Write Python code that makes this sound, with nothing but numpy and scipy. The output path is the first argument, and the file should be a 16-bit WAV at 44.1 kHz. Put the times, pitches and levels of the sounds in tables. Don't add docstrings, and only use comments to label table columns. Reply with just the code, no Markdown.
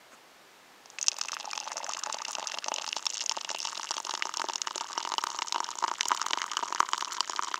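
import sys
import numpy as np
from scipy import signal
from scipy.fft import rfft, irfft
from scipy.io import wavfile

SR = 44100
rng = np.random.default_rng(int(sys.argv[2]) if len(sys.argv) > 2 else 0)


def waveform_to_disk(signal):
    frames = np.transpose(np.atleast_2d(signal))
    scaled = np.clip(frames, -1, 1) * 32767
    samples = np.round(scaled).astype(np.int16)
    wavfile.write(sys.argv[1], SR, samples)


N = 334719


# (time [s], plop pitch [Hz], plop level [dB], tick pitch [Hz], tick level [dB])
BIG_BEADS = [(0.8586, 650, -36, 5300, -20), (0.9017, 1080, -38.0, 6600, -15.5),
             (0.986, 2170, -15, 4230, -16), (0.9898, 2070, -30, 7000, -9), (1.0135, 2900, -41.0, 6200, -2),
             (1.029, 550, -48, 6400, -0.5), (1.042, 1550, -21, 5700, -14), (1.064, 520, -47.0, 7560, -5),
             (1.0697, 550, -51, 5340, -4.5), (1.0836, 1260, -19, 5850, 11.5), (1.117, 550, -43, 4300, -6),
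             (1.1861, 960, -22.5, 6550, -6.5), (1.2135, 1320, -17.5, 5600, 0),
             (1.2853, 2280, -12, 7600, -6), (1.3188, 1750, -27, 5000, -7.5), (1.331, 1160, -18, 6100, -23),
             (1.3675, 1300, -13.5, 7600, -41.0), (1.3993, 715, -25, 5250, -14.5),
             (1.444, 670, -22, 3900, -26), (1.5324, 1150, -16, 5000, -10.5), (1.5776, 910, -17, 5370, -7.5),
             (1.6017, 820, -38, 5600, -8), (1.6758, 930, -17.5, 4400, -20),
             (1.718, 900, -18.5, 6100, -10.5), (1.7697, 685, -23.5, 5900, -6.5),
             (1.8322, 660, -20.0, 3600, -25.0), (1.893, 820, -16.0, 6100, -7.0),
             (1.992, 1230, -31, 6700, -7.5), (2.036, 1180, -19.5, 5000, -4.5),
             (2.062, 1230, -16.5, 6700, -11.0), (2.0988, 1000, -15.5, 3400, -20.5),
             (2.1267, 780, -47, 5600, -3.5), (2.1442, 620, -18.5, 4740, -7.5),
             (2.2831, 750, -20.0, 6560, -8.0), (2.3518, 670, -25.0, 5300, -3.5),
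             (2.3842, 664, -15.5, 5100, -14.0), (2.4273, 730, -17.5, 2900, -15.5),
             (2.472, 910, -36, 6300, -4), (2.4979, 1150, -20.5, 3630, -18),
             (2.542, 675, -22.5, 3250, -12.5), (2.5736, 910, -18, 4700, -25.0),
             (2.643, 1170, -37, 4700, -8), (2.6834, 725, -12.5, 5000, -5.0),
             (2.7181, 640, -10.5, 2700, -14.5), (2.7408, 640, -37.0, 6300, -1.5),
             (2.7624, 550, -34, 5100, -9), (2.7842, 590, -22.5, 3820, -9.5),
             (2.8434, 1250, -16.5, 4500, -17.0), (2.9285, 2900, -7.5, 4440, -18),
             (2.966, 674, -13.5, 4100, -7), (3.0553, 820, -33, 6560, -2.5), (3.0667, 1050, -18, 3700, -2.0),
             (3.1025, 610, -35, 6150, -5.0), (3.1354, 670, -30, 5500, -10), (3.143, 740, -35, 6000, -6),
             (3.2077, 1880, -22.0, 5070, -7), (3.262, 670, -34.0, 6170, -2), (3.295, 670, -27, 4900, -1),
             (3.3133, 880, -19, 4050, -10.0), (3.3675, 620, -25, 4930, -10.0),
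             (3.373, 660, -13.5, 5600, -25), (3.4475, 670, -26.5, 4700, -8),
             (3.493, 1580, -14.5, 5800, -7.5), (3.5037, 580, -21.5, 3700, -8.5),
             (3.5479, 656, -17.0, 3900, -10.5), (3.6031, 644, -31, 5300, -8),
             (3.651, 876, -19.5, 5000, -6.5), (3.7967, 910, -18, 4700, -14), (3.832, 1434, -17, 5700, -10),
             (3.9083, 780, -15, 6660, -4.5), (3.9143, 670, -28.0, 5300, -6), (3.968, 640, -23.5, 4400, -8),
             (3.9807, 1010, -19.0, 4680, -10), (4.0013, 804, -20, 7140, -11),
             (4.05, 550, -27.5, 4460, -8.5), (4.0938, 950, -15, 4100, -10.5),
             (4.1384, 740, -15.5, 5600, -8.5), (4.2235, 1996, -2.5, 4400, -12),
             (4.2544, 766, -15, 5300, -12), (4.3404, 1170, -20.5, 5300, -11),
             (4.3714, 791, -20.5, 5300, -3), (4.3965, 820, -16, 4100, -7.5), (4.403, 920, -20, 5000, -25),
             (4.4173, 1300, -8.5, 7600, -7.0), (4.4872, 764, -16.5, 4800, -8.5),
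             (4.498, 800, -16.0, 4100, -16.0), (4.5574, 820, -19.0, 4400, -3.5),
             (4.617, 1120, -28, 6000, -2.5), (4.6721, 1070, -11.5, 4300, -9),
             (4.7094, 1000, -18, 3700, -16), (4.758, 546, -21.5, 6600, -4.5),
             (4.7801, 1157, -20.0, 4500, -7.5), (4.8092, 865, -16.5, 5000, -9),
             (4.9776, 820, -9.5, 4700, -11), (5.0508, 785, -14.5, 4130, -12),
             (5.074, 875, -16, 4700, -14.5), (5.1193, 870, -13.0, 3670, -9.5),
             (5.1389, 820, -15.5, 4720, -9), (5.1819, 820, -11.5, 4830, -3.5),
             (5.2388, 1110, -8, 4730, -8.0), (5.2696, 1040, -16, 4430, -8.5), (5.3894, 1110, -18, 4954, -8),
             (5.421, 895, -13.5, 2680, -5), (5.5241, 900, -20.5, 4260, -1.5), (5.5452, 903, -17, 3370, -12),
             (5.5601, 820, -11, 3900, -13), (5.5813, 790, -18.5, 3900, -15),
             (5.6035, 880, -11.5, 6600, -8.0), (5.6439, 820, -29, 5200, -7.5),
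             (5.8261, 780, -14.0, 4660, -19), (5.8396, 909, -9.5, 5000, -10.5),
             (5.8452, 938, -11, 4880, -15.5), (5.8805, 820, -13.0, 4660, -9.5),
             (5.9147, 845, -10.5, 5000, -14), (6.0092, 2240, 0.5, 5500, -1), (6.0562, 711, -21, 4730, -6),
             (6.084, 710, -36, 7750, -1), (6.1064, 875, -14.5, 3000, -23.0),
             (6.1171, 1030, -3, 5600, -10.0), (6.1242, 1030, -14.0, 5000, -41.0),
             (6.148, 970, -19, 5000, -13.0), (6.216, 1230, -11.0, 5170, -5),
             (6.2642, 1040, -12.5, 6050, -6.5), (6.3086, 810, -14.5, 3900, -9),
             (6.3334, 670, -15, 2930, -3.5), (6.3742, 820, -11.5, 4660, -12),
             (6.3858, 2584, -11.5, 6130, -18.0), (6.4175, 1650, -6.5, 4670, -7.5),
             (6.5162, 2740, -13, 5800, -8), (6.5693, 1170, -12.5, 4500, -4.5),
             (6.6267, 775, -15.5, 4040, -23), (6.7246, 954, -12, 5900, -13.5),
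             (6.7486, 820, -16, 4330, -10.5), (6.7594, 1573, -14, 4900, -20),
             (6.8033, 1048, -1.5, 6700, -2.5), (6.8286, 1050, -11.5, 6000, -32.0),
             (6.9335, 1025, -10.5, 3930, -3), (6.9797, 1010, -18, 5300, -8.0),
             (7.0093, 1840, -14.5, 4100, -8), (7.206, 960, -13.5, 4920, 3.5),
             (7.2971, 738, -17, 5275, -7.0), (7.3923, 1060, -10.5, 2710, -16),
             (7.4244, 1124, -17, 5000, -13), (7.4345, 1070, -17.5, 6300, -8.5),
             (7.5422, 1313, -9, 5040, -12)]
# (time [s], level [dB])
SMALL_PLOP_LEVEL = [(1.0, -27.5), (2.5, -25), (3.15, -28.5), (3.7, -28), (4.4, -21.5), (5.5, -26.5),
                    (6.35, -22), (7.59, -23)]
# (time [s], gurgle level [dB], fizz level [dB])
FROTH_LEVEL = [(0.8, -65, -61), (1.23, -57, -51), (1.61, -43.5, -46.5), (2.39, -43, -48.5),
               (3.11, -49.5, -43), (4.28, -46, -46), (5.98, -40, -48), (6.25, -37, -46.5), (6.64, -40, -47),
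               (7.59, -42.5, -48.5)]
# (time [s], level [dB])
GLUG_LEVEL = [(1.2, -62), (1.45, -55), (1.85, -48), (2.2, -57), (2.8, -53), (3.1, -72)]
# (start pitch [Hz], end pitch [Hz], Q [1], start level [dB], end level [dB])
MUG_RESONANCES = [(333, 360, 3.8, -4, 12), (400, 530, 3.6, -6, -8.5), (590, 640, 4, 5, 1.5),
                  (758, 765, 7.1, -6.3, -6.8), (841, 985, 8.5, 10.3, 10), (1195, 1250, 5.1, 3.2, 5.4),
                  (2330, 2600, 6.8, -6.5, -4.5), (2655, 3075, 10.7, 12, 7.6), (5190, 5770, 11.7, 5.2, 3.9),
                  (6270, 6630, 13.4, 5.5, 5.5), (7500, 8740, 11.3, -6, -3.2),
                  (10200, 10500, 2.5, -3.5, 1.5)]
# (time [s], level [dB])
HOLLOW_LEVEL = [(1.0, -9), (3.4, -7), (4.2, 6), (5.2, 1.5), (6.2, -9), (7.59, -10)]
# (frequency [Hz], level [dB])
MIC_COLOUR = [(60, -18), (150, -7.5), (250, 3.5), (600, -6), (1200, -0.83), (2000, -1.5), (4000, -3.5),
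              (6500, -1), (7500, -0.5), (8800, -14), (11000, -20), (15000, -34.5)]
# (time [s], pitch [Hz], level [dB])
CLEAR_PLINKS = [(1.0276, 6370, -11), (1.475, 840, -19.5), (1.5318, 2400, -20.5), (1.803, 910, -22),
                (1.884, 704, -24), (2.755, 567, -32), (2.7627, 2800, -26), (3.0676, 5380, -12),
                (4.982, 5600, -15), (5.181, 2990, -18.5), (6.5693, 2940, -21.5)]
FAINT_PLINK_HZ = (1254, 2830, 2900, 5800, 6200)
# (time [s], level [dB])
WALL_CRACKS = [(1.0825, -46), (1.185, -37), (1.3175, -41), (1.3455, -42), (1.9915, -41), (2.3156, -35.5),
               (2.6824, -53), (3.0545, -36), (3.295, -42), (3.584, -34), (4.339, -42), (4.3701, -43),
               (4.3955, -40), (4.7791, -44), (5.1812, -41), (5.2378, -33.5), (5.2673, -46), (5.524, -44),
               (6.0822, -25.5), (6.146, -35), (6.1899, -43), (6.263, -37), (6.4634, -42), (6.5682, -35.5),
               (6.7477, -48), (6.7975, -37), (6.9108, -44), (6.9786, -42), (7.0086, -39), (7.131, -36)]
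# (time [s], level [dB])
SPRAY_LEVEL = [(1.0, -76), (2.9, -68), (3.5, -73), (3.85, -57.5), (4.3, -73), (7.59, -79)]
# (time [s], length of swell [s], level [dB])
SLEEVE_RUSTLES = [(0.136, 0.014, -51.5), (0.937, 0.015, -57)]
# (frequency [Hz], level per Hz [dB])
CLOTH_TONE = [(60, -37), (160, -13), (270, -1), (800, -8), (1250, 1), (2000, -10), (4500, -33), (6500, -10),
              (9000, -21), (16000, -40)]
# (frequency [Hz], level per Hz [dB])
AIR_TONE = [(12, -36), (20, -5), (27, -27), (65, -18), (96, -17.5), (124, -11), (200, -3.5), (342, 0.5),
            (465, 0.5), (794, 2.5), (2440, -3), (6720, -10.5), (9680, -18.5), (15200, -20.5), (16500, -34)]

POUR_START_S = 1.0
WET_FROM_S = .8
SMALL_BEADS_PER_S = 46
SMALL_PLOP_HZ = 1146
SMALL_TICK_HZ, SMALL_TICK_DB, TICK_FADE_DB_PER_S = 5480, -13, .5
GAP_BEFORE_S, GAP_AFTER_S = .018, 0.0037
TRICKLE_DB, SWELL_S = -14, 0.17
HOLLOW_HZ, HOLLOW_Q = 375, 4.8
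FAINT_PLINKS_PER_S, FAINT_PLINK_DB = 8, -29
AIR_DB = -56
CUTOFF_HZ = 15700


def from_db(db):
    return 10 ** (np.asarray(db) / 20)


def rms_one(x):
    return x / np.sqrt(np.mean(x ** 2) + 1e-20)


def in_time(rows):
    s, *columns = np.transpose(rows)
    return [np.interp(np.arange(N) / SR, s, column) for column in columns]


def add(out, s, sound):
    i = int(np.clip(round(s * SR), 0, N - 1))
    out[i:i + len(sound)] += sound[:N - i]


def decay(size, t60):
    return np.exp(-np.log(1000) * np.arange(size) / SR / t60)


def coloured(x, spectrum, size=2048):
    hz, db = np.transpose(spectrum)
    grid = np.maximum(np.arange(size // 2 + 1) * SR / size, 1)
    gain = from_db(np.interp(np.log(grid), np.log(hz), db))
    cepstrum = irfft(np.log(gain))
    cepstrum[1:size // 2] *= 2
    cepstrum[size // 2 + 1:] = 0
    response = irfft(np.exp(rfft(cepstrum)))
    return signal.oaconvolve(x, response)[:N]


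def high_passed(x, hz):
    return signal.sosfilt(signal.butter(2, hz, "high", fs=SR, output="sos"), x + 1e-18)


def scattered(sound, noise, t60):
    late = np.arange(len(noise)) / SR > .0005
    tail = noise * decay(len(noise), t60) * late
    return signal.oaconvolve(sound, tail / np.sqrt(np.sum(tail ** 2)))


def pulse(hz, cycles, rise, attack=.001, size=1100):
    turns = hz * np.arange(size) / SR
    age = np.minimum(turns / cycles, 2)
    strength = (1 - np.exp(-turns / attack)) * np.exp(-np.log(1000) * turns / cycles)
    swing = strength * np.sin(2 * np.pi * turns * (1 + rise * age))
    return np.diff(swing, append=0) / (2 * np.sin(np.pi * hz / SR))


def small_beads(plop_octaves=0.54, tick_octaves=0.28, plop_spread_db=5.0, tick_spread_db=4.5, size=560):
    s = POUR_START_S + np.cumsum(rng.gamma(2, .5, size)) / SMALL_BEADS_PER_S
    plop_pitch, plop_size, tick_pitch, tick_size = np.clip(rng.standard_normal((size, 4)), -1.7, 1.5).T
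    poured_s = s - POUR_START_S
    flow_db = TRICKLE_DB * np.exp(-poured_s / SWELL_S)
    plop_hz = SMALL_PLOP_HZ * 2 ** (plop_octaves * plop_pitch)
    plop_db = np.interp(s, *np.transpose(SMALL_PLOP_LEVEL)) + flow_db + plop_spread_db * plop_size
    tick_hz = SMALL_TICK_HZ * 2 ** (tick_octaves * tick_pitch)
    tick_db = SMALL_TICK_DB + flow_db - TICK_FADE_DB_PER_S * poured_s + tick_spread_db * tick_size
    rows = np.column_stack([s, plop_hz, plop_db, tick_hz, tick_db])
    since_big = s[:, None] - np.array(BIG_BEADS)[:, 0]
    crowded = ((since_big > -GAP_BEFORE_S) & (since_big < GAP_AFTER_S)).any(axis=1)
    return rows[~crowded & (s < N / SR)]


def plops(stream, plop_cycles=5.1, cycles_spread=.2, attack=0.19, rise=0.075, delay_s=0.00023, trim_db=-1.42):
    out = np.zeros(N)
    lucks = np.clip(rng.standard_normal(len(stream)), -2, 2)
    for (s, plop_hz, plop_db, _, _), luck in zip(stream, lucks):
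        cycles = plop_cycles * np.exp(cycles_spread * luck)
        add(out, s + delay_s, from_db(plop_db + trim_db) * pulse(plop_hz, cycles, rise, attack))
    return out


def splashes(stream, cycles=7.4, tick_db=-7.5, droplet_db=-10, droplet_lag_s=.0005, droplet_spread_s=.0012,
             pitch_spread=0.26, break_up_s=0.35, rattle_db=-9.5, rattle_t60=0.03, count=4, size=700):
    out = np.zeros(N)
    lucks = rng.standard_normal((len(stream), size + 3 * count))
    for (s, _, _, hz, db), luck in zip(stream, lucks):
        tick = -from_db(db + tick_db) * pulse(hz, cycles, 0)
        add(out, s, tick)
        add(out, s, from_db(rattle_db) * scattered(tick, luck[:size], rattle_t60))
        joined = np.clip((s - POUR_START_S) / break_up_s, 0, 1)
        for when, pitch, weight in np.clip(luck[size:], -2, 2).reshape(count, 3):
            droplet = pulse(hz * np.exp(pitch_spread * pitch), cycles=6.45, rise=0, attack=0.069)
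            gain = joined * from_db(db + droplet_db + 0.43 * weight)
            add(out, s + droplet_lag_s + droplet_spread_s * when, gain * droplet)
    return high_passed(out, hz=970)


def bubbles(per_s, low_hz, high_hz, cycles, spread_db, count=14):
    sizes = from_db(spread_db * np.minimum(rng.exponential(1, N), 3)) * rng.choice([-1, 1], N)
    born = sizes * (rng.random(N) < per_s / SR)
    dealt = rng.integers(0, count, N)
    out = np.zeros(N)
    for k, hz in enumerate(np.geomspace(low_hz, high_hz, count)):
        out += signal.oaconvolve(born * (dealt == k), pulse(hz, cycles, 0.099))[:N]
    return rms_one(out)


def froth():
    gurgle_db, fizz_db = in_time(FROTH_LEVEL)
    glug_db, = in_time(GLUG_LEVEL)
    glugs = from_db(glug_db) * bubbles(per_s=60, low_hz=540, high_hz=858, cycles=19, spread_db=4.0)
    gurgle = from_db(gurgle_db - 7.5) * bubbles(per_s=150, low_hz=820, high_hz=2200, cycles=13.3, spread_db=4.5)
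    fizz = from_db(fizz_db - 3) * bubbles(per_s=420, low_hz=2940, high_hz=8000, cycles=9, spread_db=7.0)
    return glugs + gurgle + fizz


def mug(x, size=2048):
    starts = np.arange(0, N, size)
    fill = np.clip((starts / SR - POUR_START_S) / (N / SR - POUR_START_S), 0, 1)
    for start_hz, end_hz, q, start_db, end_db in MUG_RESONANCES:
        out, state = np.zeros(N), np.zeros(2)
        for i, part in zip(starts, fill):
            w = 2 * np.pi * (start_hz + (end_hz - start_hz) * part) / SR
            damping = np.sin(w) / (2 * q)
            lift = damping * from_db(start_db + (end_db - start_db) * part)
            b = [1 + lift, -2 * np.cos(w), 1 - lift]
            a = [1 + damping, -2 * np.cos(w), 1 - damping]
            out[i:i + size], state = signal.lfilter(b, a, x[i:i + size], zi=state)
        x = out
    return x


def hollow(x):
    level_db, = in_time(HOLLOW_LEVEL)
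    note = signal.lfilter(*signal.iirpeak(HOLLOW_HZ, HOLLOW_Q, fs=SR), x)
    return x + from_db(level_db) * note


def faint_plinks(spread_db=3.0, pitch_spread=0.043, size=120):
    s = POUR_START_S + np.cumsum(rng.exponential(1, size)) / FAINT_PLINKS_PER_S
    pitch, strength = np.clip(rng.standard_normal((2, size)), -2, 2)
    hz = rng.choice(FAINT_PLINK_HZ, size) * np.exp(pitch_spread * pitch)
    rows = np.column_stack([s, hz, FAINT_PLINK_DB + spread_db * strength])
    return rows[s < N / SR]


def plinks(rows, cycles_at_1k=28.0, rise=0.017, attack=1.0, level_db=-3.0):
    out = np.zeros(N)
    for s, hz, db in rows:
        cycles = cycles_at_1k * np.sqrt(hz / 1000)
        add(out, s, from_db(db + level_db) * pulse(hz, cycles, rise, attack))
    return out


def faint_cracks(per_s=11, level_db=-51, size=150):
    s = POUR_START_S + np.cumsum(rng.exponential(1, size)) / per_s
    return np.column_stack([s, np.full(size, level_db)])[s < N / SR]


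def cracks(rows, t60=0.0099, delay_s=0.0019, level_db=5.0, size=400):
    out, fade = np.zeros(N), decay(size, t60)
    for (s, db), noise in zip(rows, rng.standard_normal((len(rows), size))):
        add(out, s + delay_s, from_db(db + level_db) * fade * noise)
    return coloured(out, [(2000, -12), (7000, 9), (10000, -4.5), (15500, -9)])


def fine_spray():
    level_db, = in_time(SPRAY_LEVEL)
    return from_db(level_db) * bubbles(per_s=800, low_hz=6900, high_hz=10000, cycles=29, spread_db=10.5)


def surroundings(x, t60=0.015, wet_db=-22, size=6000):
    return x + from_db(wet_db) * scattered(x, rng.standard_normal(size), t60)[:N]


def rustles():
    t = np.arange(N) / SR
    swell = sum(from_db(db) * np.exp(-.5 * ((t - s) / length) ** 2) for s, length, db in SLEEVE_RUSTLES)
    return swell * rms_one(coloured(rng.standard_normal(N), CLOTH_TONE))


def outdoor_air():
    air = from_db(AIR_DB) * rms_one(coloured(rng.standard_normal(N), AIR_TONE))
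    return high_passed(air, hz=30)


def scene():
    stream = np.vstack([BIG_BEADS, small_beads()])
    wet, = in_time([(WET_FROM_S, 0), (POUR_START_S, 1)])
    water = plops(stream) + splashes(stream) + wet * froth()
    inside = coloured(hollow(mug(water)), MIC_COLOUR)
    ringing = plinks(np.vstack([CLEAR_PLINKS, faint_plinks()]))
    wall = cracks(np.vstack([WALL_CRACKS, faint_cracks()]))
    pour = surroundings(inside + ringing + wall + wet * fine_spray())
    return (pour + rustles() + outdoor_air())[None]


def record(dry):
    top_cut = signal.ellip(10, .1, 70, CUTOFF_HZ, fs=SR, output="sos")
    return signal.sosfilt(top_cut, np.clip(dry, -1, 1))


dry = scene()
out = record(dry)
waveform_to_disk(out)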